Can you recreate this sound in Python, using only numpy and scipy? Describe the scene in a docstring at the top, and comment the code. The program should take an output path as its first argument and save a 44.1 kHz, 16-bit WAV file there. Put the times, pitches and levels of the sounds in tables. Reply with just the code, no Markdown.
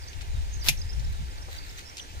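"""Outdoors, wind buffets two microphone ports over a steady hiss, and small birds twitter and whistle.
A knife ticks lightly in a bamboo pole. A short hiss swells just before the crack.
At about 0.7 s the knife is forced down: the wall splits with one loud crack and the pole rings briefly.
Light ticks and scrapes follow as the blade catches on the fibres.
Towards the end the wind dies down, then picks up for one last moment."""
import sys
import numpy as np
from scipy import signal
from scipy.fft import rfft, irfft
from scipy.io import wavfile
from scipy.ndimage import uniform_filter1d

SR = 44100
rng = np.random.default_rng(int(sys.argv[2]) if len(sys.argv) > 2 else 0)


def dump_mix(stems):
    """Bounce the given channels to the path in sys.argv[1] as a 16-bit WAV at rate SR."""
    frames = np.atleast_2d(stems).T  # one column per channel
    limited = np.clip(frames, -1, 1)  # hard clip at full scale
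    pcm = np.round(limited * 32767).astype(np.int16)
    wavfile.write(sys.argv[1], SR, pcm)


N = 97020  # 2.2 s
TIME, FREQ = np.arange(N) / SR, np.fft.rfftfreq(N, 1 / SR)
SPLIT_S, POLE_LAG_MS = .6858, .223  # when the pole cracks; how much later the right port hears it


def amp(db):
    """Turns decibels into a number to multiply by."""
    return 10 ** (np.asarray(db) / 20)


def unit(x):
    """Scales a signal to an average power of 1."""
    return x / np.sqrt(np.mean(x ** 2) + 1e-20)


def wobble(samples):
    """A random wavering curve; more samples make it slower."""
    return unit(uniform_filter1d(rng.standard_normal(N), size=samples))


def read(points, hz, column=1):
    """Looks up a table by frequency, sliding smoothly between its rows."""
    table = np.transpose(points)
    return np.interp(np.log(hz + 1), np.log(table[0] + 1), table[column])


def colour(x, db):
    """Turns each frequency up or down, then sets the average power to 1."""
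    return unit(irfft(rfft(x) * amp(db), N))


def ports(pair, likeness, lag_ms):
    """Makes left and right partly alike; the right port hears the shared part lag_ms later."""
    left, other = rfft(pair)
    delay = np.exp(-2j * np.pi * FREQ * lag_ms / 1000)
    right = likeness * left * delay + np.sqrt(1 - likeness ** 2) * other
    return irfft(np.array([left, right]), N)


# Tone of the outdoor hiss (frequency [Hz], relative level [dB])
AIR_TONE = [(60, 7.5), (200, -1.5), (380, 1), (700, -1), (1200, -0.5), (2100, -1.5), (3200, -3), (6000, -5),
            (7500, -7.5), (9500, -13), (11000, -17.5), (15500, -18)]
# Spread of the hiss (frequency [Hz], left-right likeness [0-1], left minus right [dB])
AIR_SPREAD = [(98, 0.96, -6.5), (493, 0.77, -1), (890, 0.04, 1.5), (1027, 0.93, -1), (1530, 1, -1),
              (2200, 0.74, -6), (4200, 0, -1.5), (8260, 0.36, 1.5), (15000, 0.2, -3.5)]
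def air():
    """Distant outdoor hiss, drifting in faint patches."""
    grid = signal.stft(rng.standard_normal((2, N)), nperseg=512)[2]  # noise by frequency and time
    patches = uniform_filter1d(rng.standard_normal(grid.shape[1:]), size=8, axis=0)
    patches_db = 1.2 * unit(uniform_filter1d(patches, size=10, axis=1))
    noise = signal.istft(grid * amp(patches_db), nperseg=512)[1][:, :N]
    pair = ports(noise, read(AIR_SPREAD, FREQ), lag_ms=.45)
    side_db = np.array([[.5], [-.5]]) * read(AIR_SPREAD, FREQ, column=2)
    return amp(-47.5) * colour(pair, read(AIR_TONE, FREQ) + side_db)


# Tone of the wind's rumble (frequency [Hz], relative level [dB])
WIND_TONE = [(12, -25), (20, 0.5), (43, -3), (65, 2.5), (93, -7), (195, -33.5), (260, -58), (340, -40),
             (570, -120)]
# Rise and fall of the wind (time [s], level [dB])
WIND_GUSTS = [(0, -41.5), (.12, -46.5), (.3, -37.5), (.8, -34), (1.25, -38.5), (1.45, -41.5), (1.75, -44.5),
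              (1.83, -52), (2.07, -51.5), (2.17, -40)]
# Single puffs (peak time [s], half-length [s], level [dB], left minus right [dB], flutter level [dB])
WIND_PUFFS = [(0.182, 0.039, -38.5, 20, -72), (0.378, 0.13, -27.5, 2.5, -68),
              (0.569, 0.0082, -22.5, 10, -56), (0.713, 0.046, -37, -1, -40), (0.991, 0.051, -31.5, 17, -64),
              (1.087, 0.075, -27.5, -2.5, -46.5), (1.214, 0.048, -29, 4.5, -45)]
def wind():
    """Swirls of air push on each port separately; puffs ride on top, some with a flutter."""
    treble_cut_db = -19 * np.log2(np.maximum(FREQ / 260, 1))
    rumble = colour(rng.standard_normal((2, N)), read(WIND_TONE, FREQ) + treble_cut_db)
    rumble /= np.sqrt(uniform_filter1d(rumble ** 2, size=4000, axis=1))  # even out its loudness
    flutter = colour(rng.standard_normal((2, N)), -27 * np.log2((FREQ + 1) / 141) ** 2)  # near 141 Hz
    gust_db = np.interp(TIME, *np.transpose(WIND_GUSTS))
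    power = (amp(gust_db) * amp([[4], [1.5]])) ** 2  # stronger on the left
    flutter_gain = np.zeros((2, N))
    for peak, half_length, db, side_db, flutter_db in WIND_PUFFS:
        sides = amp(np.array([[.5], [-.5]]) * side_db)
        push = sides * np.exp(-2 * ((TIME - peak) / half_length) ** 2)
        power += (amp(db) * push) ** 2
        flutter_gain += amp(flutter_db) * push
    return rumble * np.sqrt(power) + flutter * flutter_gain


# How long the yard echoes (frequency [Hz], time to fade by 60 dB [s])
ECHO_FADE = [(200, .22), (1500, .17), (15000, .16)]
def yard_echo(sound):
    """Sound scatters off the ground and a wooden wall, leaving a short tail."""
    hz, t, grid = signal.stft(rng.standard_normal((2, SR // 2)), SR, nperseg=256)
    fade = amp(-60 * t / read(ECHO_FADE, hz)[:, None])
    build_up = np.minimum(t / .037, 1)
    tail = signal.istft(grid * fade * build_up, SR, nperseg=256)[1]
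    return signal.fftconvolve(sound, tail / np.linalg.norm(tail[0]), axes=1)[:, :N]


def bird_note(start, length, first_hz, middle_hz, last_hz, db):
    """An almost pure tone that bends along one arc, wavering in pitch and loudness."""
    progress = np.clip((TIME - start) / length, 0, 1)
    bend = 2 * (2 * middle_hz - first_hz - last_hz) * progress * (1 - progress)
    hz = (first_hz + (last_hz - first_hz) * progress + bend) * (1 + .024 * wobble(60))
    from_edge_s = np.minimum(progress, 1 - progress) * length
    fade = np.sin(np.pi / 2 * np.minimum(from_edge_s / .0072, 1))
    return amp(db + 4 * wobble(130)) * fade * np.sin(2 * np.pi * np.cumsum(hz) / SR)


# Twittering notes (time [s], length [s], first pitch [Hz], middle [Hz], last [Hz], level [dB])
BIRD_CHIRPS = [(.072, .022, 5240, 4550, 4900, -42.5), (.073, .03, 5200, 6000, 6520, -44.5),
               (0.515, 0.054, 6080, 6560, 6240, -46.5), (0.593, 0.029, 6200, 5850, 5640, -44.5),
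               (0.616, 0.0227, 5460, 4660, 5000, -31.5), (0.782, 0.028, 6240, 6470, 6070, -45.5),
               (0.889, 0.027, 5200, 5100, 5340, -38.5), (1.419, 0.017, 5660, 5500, 6700, -42.5),
               (1.848, 0.04, 5720, 5300, 5500, -47.5), (1.885, 0.022, 5000, 5680, 4870, -42.5),
               (1.987, 0.048, 5920, 6010, 5530, -44)]
# Quick falling peeps (time [s], first pitch [Hz], level [dB])
BIRD_PEEPS = [(.016, 5330, -42.5), (.033, 4900, -42.5), (.536, 6770, -42), (.771, 6020, -41.5),
              (.812, 5350, -35), (.925, 6120, -40), (1.043, 5400, -46.5), (1.308, 5470, -47),
              (1.376, 4900, -45), (1.58, 4900, -38.5), (1.629, 5080, -43), (1.689, 5700, -43),
              (1.769, 6600, -43)]
# Longer falling whistles (time [s], length [s], level [dB])
BIRD_WHISTLES = [(0.3, 0.089, -60), (0.998, 0.23, -64), (2.15, 0.16, -61.5)]
def birds():
    """One bird twitters and a second whistles faintly, both to the right and echoing in the yard."""
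    twitter = sum(bird_note(*row) for row in BIRD_CHIRPS)
    twitter += sum(bird_note(start, .0164, hz, .93 * hz, .82 * hz, db) for start, hz, db in BIRD_PEEPS)
    twitter = ports(np.array([twitter, twitter]), likeness=.99, lag_ms=-.13)
    whistles = sum(bird_note(start, length, 4060, 3890, 3560, db) for start, length, db in BIRD_WHISTLES)
    song = twitter * amp([[-9.5], [0]]) + whistles * amp([[0], [4]])
    return song + amp(-8) * yard_echo(song)


# Tone of the hiss just before the crack (frequency [Hz], relative level [dB])
SWELL_TONE = [(300, -7), (2000, 2.5), (5000, 5), (7500, -4.5), (11000, -3), (15500, 0)]
def hiss_swell():
    """A brief gritty hiss swells just before the crack."""
    grit = amp(2.5 * wobble(100))
    hiss = colour(grit * rng.standard_normal((2, N)), read(SWELL_TONE, FREQ))
    lead_s, rise_s = .054, .04
    swell = np.clip((TIME - SPLIT_S + lead_s) / rise_s, 0, 1) * (TIME < SPLIT_S)
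    return amp(-29.5) * hiss * swell


def crackle(per_second):
    """Many tiny breaks in the bamboo, each one a click at a random moment."""
    clicks = rng.standard_normal((2, N)) * (rng.random((2, N)) < per_second / SR)
    return ports(clicks, likeness=.4, lag_ms=POLE_LAG_MS)


def burst(start, rise_s, hold_s, fade_s):
    """A loudness curve that rises, holds, then drops 60 dB every fade_s."""
    t = TIME - start
    return np.clip(t / rise_s, 0, 1) * amp(-60 * np.maximum(t - rise_s - hold_s, 0) / fade_s)


# Strokes of the blade (time [s], length [s], level [dB])
BLADE_STROKES = [(1.12, 0.017, -50.5), (1.489, 0.11, -45.5), (1.607, 0.19, -52), (1.772, 0.046, -48.5)]
# Tone of the scraping (frequency [Hz], relative level [dB])
SCRAPE_TONE = [(200, -17), (900, -13), (2000, 7), (3000, -2), (4000, 7), (5000, -4), (7000, 0),
               (10000, -12), (15500, -8)]
def scrapes():
    """The edge catches fibre after fibre under each stroke, in uneven clumps."""
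    pressure = np.zeros(N)
    for start, length, db in BLADE_STROKES:
        position = 2 * (TIME - start) / length - 1  # -1 to 1 during the stroke
        pressure += amp(db) * np.sqrt(np.maximum(1 - position ** 2, 0))
    clumps = amp(3 * wobble(400))
    return pressure * colour(clumps * crackle(per_second=2500), read(SCRAPE_TONE, FREQ))


# Blade ticks and knocks (time [s], level [dB], pitch [Hz], width [octaves], time to fade by 60 dB [s])
BLADE_TICKS = [(0.13, -44, 2750, 0.53, 0.058), (0.208, -40.5, 2620, 0.76, 0.049),
               (0.215, -44, 4970, 0.58, 0.046), (.994, -44.5, 4700, 0.47, 0.076),
               (1.483, -43, 540, 0.75, 0.083), (1.789, -41, 3350, 0.87, 0.047),
               (1.968, -37.5, 4800, 0.63, 0.037), (1.9788, -36, 3860, 0.68, 0.057),
               (1.995, -32.5, 3150, 0.13, 0.021)]
def ticks():
    """Each tick is a small cluster of breaks with its own brightness."""
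    out = np.zeros((2, N))
    for start, db, hz, width, fade_s in BLADE_TICKS:
        octaves = np.log2((FREQ + 1) / hz)
        peak = np.exp(-.5 * (octaves / width) ** 2)
        wide_base = amp(-21) / (1 + .5 * octaves ** 2)
        breaks = colour(crackle(per_second=14000), 20 * np.log10(peak + wide_base))
        out += amp(db) * breaks * burst(start, rise_s=.002, hold_s=.0014, fade_s=fade_s)
    return out


# The pole's natural tones (pitch [Hz], relative level [dB], time to fade by 60 dB [s])
POLE_TONES = [(690, -17, .08), (1850, -4, .1), (2424, 1, .07), (2740, -1, .06), (2810, -1, .07),
              (2945, -3, .07), (3050, -2, .08), (3350, -2, .09), (3835, -4, .085), (4455, -1, .09),
              (4680, -2, .09), (4815, -2, .09), (5626, -5, .09), (6448, -3, .08), (6760, -4, .08),
              (9280, -1, .07)]
def with_pole_ring(jolts):
    """Each jolt sets the hollow pole ringing; returns the jolts and the ringing together."""
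    t = TIME[:SR // 4]
    tones = sum(amp(db - 60 * t / fade_s) * np.sin(2 * np.pi * (hz * t + rng.random((2, 1))))
                for hz, db, fade_s in POLE_TONES)
    ringing = signal.fftconvolve(jolts, tones / np.linalg.norm(tones[0]), axes=1)[:, :N]
    return jolts + amp(-15.5) * ringing


# Tone of the breaking fibres (frequency [Hz], relative level [dB])
FIBRE_TONE = [(100, 4.5), (250, -6.5), (420, -24.5), (720, -6), (1250, -19), (2050, 3), (2450, 6),
              (3600, -0.5), (4600, -2), (6500, 1.5), (7700, -6.5), (9300, -6), (12000, -1), (15500, -17)]
def split():
    """The bamboo wall gives way with a snap, and fibres break in a quick burst behind it."""
    t = TIME - SPLIT_S - np.array([[0], [POLE_LAG_MS / 1000]])
    snap_hz, half_length_s = 3900, .00022
    snap = amp([[-1], [-4]]) * np.exp(-(t / half_length_s) ** 2) * np.cos(2 * np.pi * snap_hz * t)
    fibres = colour(crackle(per_second=14000), read(FIBRE_TONE, FREQ))
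    return snap + amp(-15) * fibres * burst(SPLIT_S - .001, rise_s=.001, hold_s=.0056, fade_s=.055)


def scene():
    """Hiss swell, crack, ticks and scrapes with their echo, plus birds, outdoor hiss and wind."""
    knife = with_pole_ring(split() + ticks()) + scrapes()
    foreground = knife + hiss_swell()
    return foreground + amp(-20.5) * yard_echo(foreground) + birds() + air() + wind()


def record(dry):
    """Cuts the highest treble, above 15550 Hz."""
    low_pass = signal.firwin(301, 15550, window=("kaiser", 9), fs=SR)
    return signal.oaconvolve(dry, low_pass[None], "same")


dry = scene()
out = record(dry)
dump_mix(out)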